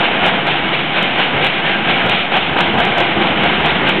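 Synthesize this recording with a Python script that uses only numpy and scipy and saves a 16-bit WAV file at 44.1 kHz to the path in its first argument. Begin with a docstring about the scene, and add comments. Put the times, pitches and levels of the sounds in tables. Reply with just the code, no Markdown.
"""A steam locomotive pulls away through fog while its carriages roll past close by. From the start, exhaust
beats, four or five a second, bark in the chimney and tear into a lingering hiss; steam rushes between them, and
wheels rumble, ring and knock. Near 1.7 s a flange briefly scrapes the rail. In the second half the carriage
bodies drum louder and the track bed booms. Throughout, the sound is narrow-band and the highest peaks of the
beats are rounded off."""
import sys
import numpy as np
from scipy import signal
from scipy.fft import rfft, irfft
from scipy.io import wavfile
from scipy.ndimage import uniform_filter1d

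SR = 44100
rng = np.random.default_rng(int(sys.argv[2]) if len(sys.argv) > 2 else 0)


def dump_mix(stems):
    """Bounce the given channels to the path in sys.argv[1] as a 16-bit WAV at rate SR."""
    frames = np.atleast_2d(stems).T  # one column per channel
    limited = np.clip(frames, -1, 1)  # hard clip at full scale
    pcm = np.round(limited * 32767).astype(np.int16)
    wavfile.write(sys.argv[1], SR, pcm)


N = 176400  # 4 s


def undb(db):
    """Amplitude ratio of a level in decibels."""
    return 10 ** (np.asarray(db) / 20)


def curve(points):
    """Gain over time, interpolated between (time_s, level_db) points."""
    return undb(np.interp(np.arange(N) / SR, *np.array(points).T))


def colour(points):
    """Magnitude response through (frequency_hz, gain_db) points on a logarithmic frequency axis."""
    hz, db = np.array(points).T
    bins_hz = np.arange(N // 2 + 1) * SR / N + 1e-9
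    return undb(np.interp(np.log(bins_hz), np.log(hz), db))


def resonances(modes):
    """Magnitude response of damped resonators whose powers add."""
    f = np.arange(N // 2 + 1) * SR / N + 1e-9
    power = sum(undb(db) ** 2 / (1 + ((f * f - hz * hz) / (f * width)) ** 2) for hz, width, db in modes)
    return np.sqrt(power)


def noise(spectrum):
    """Random-phase noise of unit rms with the given spectral shape."""
    phase = 2 * np.pi * rng.random(len(spectrum))
    wave = irfft(spectrum * np.exp(1j * phase), N)
    return wave / wave.std()


def flutter(rate_hz, depth_db):
    """Random amplitude modulation: smoothed noise moves the level by depth_db rms."""
    window = max(int(SR / rate_hz), 2)
    drift = uniform_filter1d(uniform_filter1d(rng.standard_normal(N), window), window)
    return undb(depth_db * drift / drift.std())


def burst(start_s, attack_s, hold_s, decay_s):
    """Envelope with a linear rise, decaying exponentially from hold_s after its start."""
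    age = np.arange(N) / SR - start_s
    return np.clip(age / attack_s, 0, 1) * np.exp(-np.maximum(age - hold_s, 0) / decay_s)


# Track bed resonance: pitch_hz, width_hz, gain_db
BED_MODES = [(78, 45, 0)]
# Strength of the boom: time_s, level_db
BED_LEVELS = [(0, -46), (2.2, -46), (2.55, -33.5), (2.9, -39.5), (3.4, -38.5), (3.7, -33), (4, -36.5)]
def track_bed():
    """Forced vibration: the track bed booms under the rolling load."""
    return noise(resonances(BED_MODES) ** 2) * curve(BED_LEVELS)


# Carriage body resonances: pitch_hz, width_hz, gain_db
BODY_MODES = [(137, 18, -8), (159, 24, -1.5), (204, 24, 4), (338, 45, 1.5)]
# Strength of the drumming: time_s, level_db
BODY_LEVELS = [(0, -29.5), (.65, -25), (1.0, -29), (1.55, -28.5), (1.95, -23), (2.25, -27), (2.8, -23.5),
               (3.3, -21.5), (4, -21.5)]
def carriage_bodies():
    """Structure-borne sound: rolling vibration drums the low modes of the carriage bodies."""
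    return noise(resonances(BODY_MODES)) * flutter(rate_hz=14, depth_db=0.93) * curve(BODY_LEVELS)


# Wheel resonances: pitch_hz, width_hz, gain_db
WHEEL_MODES = [(705, 74, -0.5), (795, 61, -1.5), (1290, 53, -10), (1552, 83, -6), (2908, 40, -9.5)]
# Strength of the ringing: time_s, level_db
WHEEL_LEVELS = [(0, -21.5), (.5, -24), (.9, -26.5), (1.6, -24), (2.25, -27.5), (2.7, -22.5), (3.05, -22.5),
                (3.5, -23.5), (4, -29.5)]
def wheel_ring():
    """Modal resonance: rough treads keep the wheels ringing hollowly."""
    return noise(resonances(WHEEL_MODES)) * flutter(rate_hz=9, depth_db=1.9) * curve(WHEEL_LEVELS)


# Rolling noise spectrum: frequency_hz, density_db
RUMBLE_SPECTRUM = [(20, -33), (38, -28), (52, -16.5), (70, -11), (100, -12), (150, 4), (260, 1), (430, -2),
                   (600, -2), (850, -1.5), (1100, -5), (2000, -5), (4000, -30.5)]
# Strength of the rumble: time_s, level_db
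RUMBLE_LEVELS = [(0, -20), (.65, -20.5), (.87, -23), (1.35, -20), (1.55, -21), (2.0, -21), (2.25, -22),
                 (2.7, -21), (3.3, -18.5), (3.8, -18), (4, -18.5)]
def rumble():
    """Roughness excitation: treads rolling on the rail make broadband noise."""
    return noise(colour(RUMBLE_SPECTRUM)) * flutter(rate_hz=10, depth_db=1.3) * curve(RUMBLE_LEVELS)


# Wheel impacts: start_s, relative_level_db
IMPACTS = [(.205, -4), (0.611, -7.5), (1.335, 0.5), (1.385, -1.5), (2.03, 3), (2.541, -4), (2.733, 5),
           (3.144, 1.5), (3.294, -0.5), (3.574, -2.5), (3.81, -2)]
# Spectrum of an impact: frequency_hz, density_db
IMPACT_SPECTRUM = [(30, -23), (70, -6), (110, 0), (170, 0.5), (260, -1), (420, -2), (800, -5), (3000, -35)]
def wheel_knocks(level_db=-20):
    """Impact excitation: wheels strike uneven track in dull, quickly damped blows."""
    blows = sum(undb(db) * burst(start, attack_s=0.0065, hold_s=0.031, decay_s=0.034)
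                for start, db in IMPACTS)
    return undb(level_db) * blows * noise(colour(IMPACT_SPECTRUM))


# Flange contacts: start_s, pitch_hz, level_db, hold_s
FLANGE_RUBS = [(1.644, 1803, -22.5, 0.064), (1.684, 1680, -22.5, .025), (1.728, 1575, -19.5, 0.043)]
def flange_scrapes(width_hz=80):
    """Friction excitation: a flange rubs the rail and the wheel sings hoarsely in a narrow band."""
    return sum(undb(db) * burst(start, attack_s=0.0088, hold_s=hold, decay_s=0.015)
               * noise(resonances([(hz, width_hz, 0)]) ** 2)
               for start, hz, db, hold in FLANGE_RUBS)


# Spectrum of rushing steam: frequency_hz, density_db
STEAM_SPECTRUM = [(400, -20), (800, -4.5), (1120, -7), (1380, -2.5), (1560, -2.5), (1830, -5.5), (2220, 2),
                  (2750, -1), (3000, 2), (3200, -2), (3700, -4.5), (4400, -11)]
# Strength of the rush: time_s, level_db
STEAM_LEVELS = [(0, -15.5), (.6, -19), (.88, -17.5), (1.3, -17), (1.82, -18.5), (2.0, -13.5), (2.27, -21),
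                (2.75, -17), (3.55, -16), (4, -21.5)]
def steam():
    """Turbulent flow noise: steam rushes on between the beats."""
    return noise(colour(STEAM_SPECTRUM)) * curve(STEAM_LEVELS) * flutter(rate_hz=46, depth_db=1.2)


def surroundings(direct, echo_db=-7, delay_s=0.046, t60_s=0.43):
    """Reverberation: carriage sides, trees and buildings scatter the beats back."""
    tail = rng.standard_normal(N) * burst(delay_s, attack_s=0.0067, hold_s=0, decay_s=t60_s / np.log(1000))
    echo = signal.fftconvolve(direct, tail / np.linalg.norm(tail))[:N]
    return direct + undb(echo_db) * echo


# Exhaust beats: start_s, relative_bark_db, relative_hiss_db, valve_open_s
EXHAUST_BEATS = [(-.01, 1, -4, .045), (0.216, 2, 1, 0.059), (.453, -0.5, 1, 0.058),
                 (0.709, -3.5, 0.5, 0.037), (0.943, -1, -0.5, 0.059), (1.17, 1.5, 1.5, 0.044),
                 (1.404, -4.5, 2, 0.062), (1.636, -2.5, -1, 0.081), (1.868, 2, 2, 0.035),
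                 (2.079, -2.5, 3.5, 0.065), (2.306, 2, 1, 0.062), (2.554, 4, 1.5, .05),
                 (2.768, 0.5, -2, 0.059), (2.961, 2.5, -2, 0.049), (3.192, 0.5, -2.5, 0.068),
                 (3.421, 1, -1.5, 0.046), (3.63, -1.5, 1, 0.07), (3.85, -1.5, 2, 0.045)]
# Chimney resonances: pitch_hz, width_hz, gain_db
CHIMNEY_MODES = [(188, 20, -0.5), (356, 59, -4), (515, 64, 0), (713, 69, 3), (805, 58, 2), (965, 150, -3),
                 (1360, 200, -6.5), (1570, 93, -2.5)]
# Steam jet spectrum: frequency_hz, density_db
JET_SPECTRUM = [(100, -23), (400, -8.5), (1130, -9.5), (1850, -3.5), (2280, 2), (2650, 1), (3000, 1),
                (3300, 0), (3700, -1.5), (4400, -5.5)]
def exhaust(bark_db=-17.5, hiss_db=-13, attack_s=0.015, hiss_lag_s=0.0055):
    """Pipe resonance and jet noise: each puff rings the chimney, then the ragged jet above it hisses."""
    bark_envelope = sum(undb(db) * burst(start, attack_s, hold, decay_s=0.028)
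                        for start, db, _, hold in EXHAUST_BEATS)
    hiss_envelope = sum(undb(db) * burst(start + hiss_lag_s, attack_s, hold, decay_s=0.045)
                        for start, _, db, hold in EXHAUST_BEATS)
    bark = undb(bark_db) * bark_envelope * noise(resonances(CHIMNEY_MODES))
    hiss = undb(hiss_db) * hiss_envelope * noise(colour(JET_SPECTRUM))
    return (bark + hiss) * flutter(rate_hz=340, depth_db=1.5)  # fast flutter gives the tearing sound


def scene():
    """Superposition: locomotive and carriages add at one point beside the track."""
    locomotive = surroundings(exhaust()) + steam()
    rolling = rumble() + wheel_ring() + carriage_bodies() + track_bed()
    return (locomotive + rolling + wheel_knocks() + flange_scrapes())[None]


# Microphone response: frequency_hz, gain_db
MIC_RESPONSE = [(25, -11.5), (60, -2), (3200, 0), (3550, -2.5), (3800, -5.5), (4000, -10.5), (4200, -16),
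                (4400, -27), (4650, -54), (5000, -87)]
def record(dry):
    """Band limiting and soft saturation: the treble falls away and the highest peaks are rounded."""
    dc_offset, knee, headroom, cutoff_hz = 0.032, 0.67, 0.08, 15800
    narrow = irfft(rfft(dry) * colour(MIC_RESPONSE), N) + dc_offset
    clipped = np.clip(narrow, -knee, knee)
    rounded = clipped + headroom * np.tanh((narrow - clipped) / headroom)
    lowpass = signal.ellip(8, 0.2, 70, cutoff_hz, fs=SR, output="sos")
    return signal.sosfilt(lowpass, rounded)


dry = scene()
out = record(dry)
dump_mix(out)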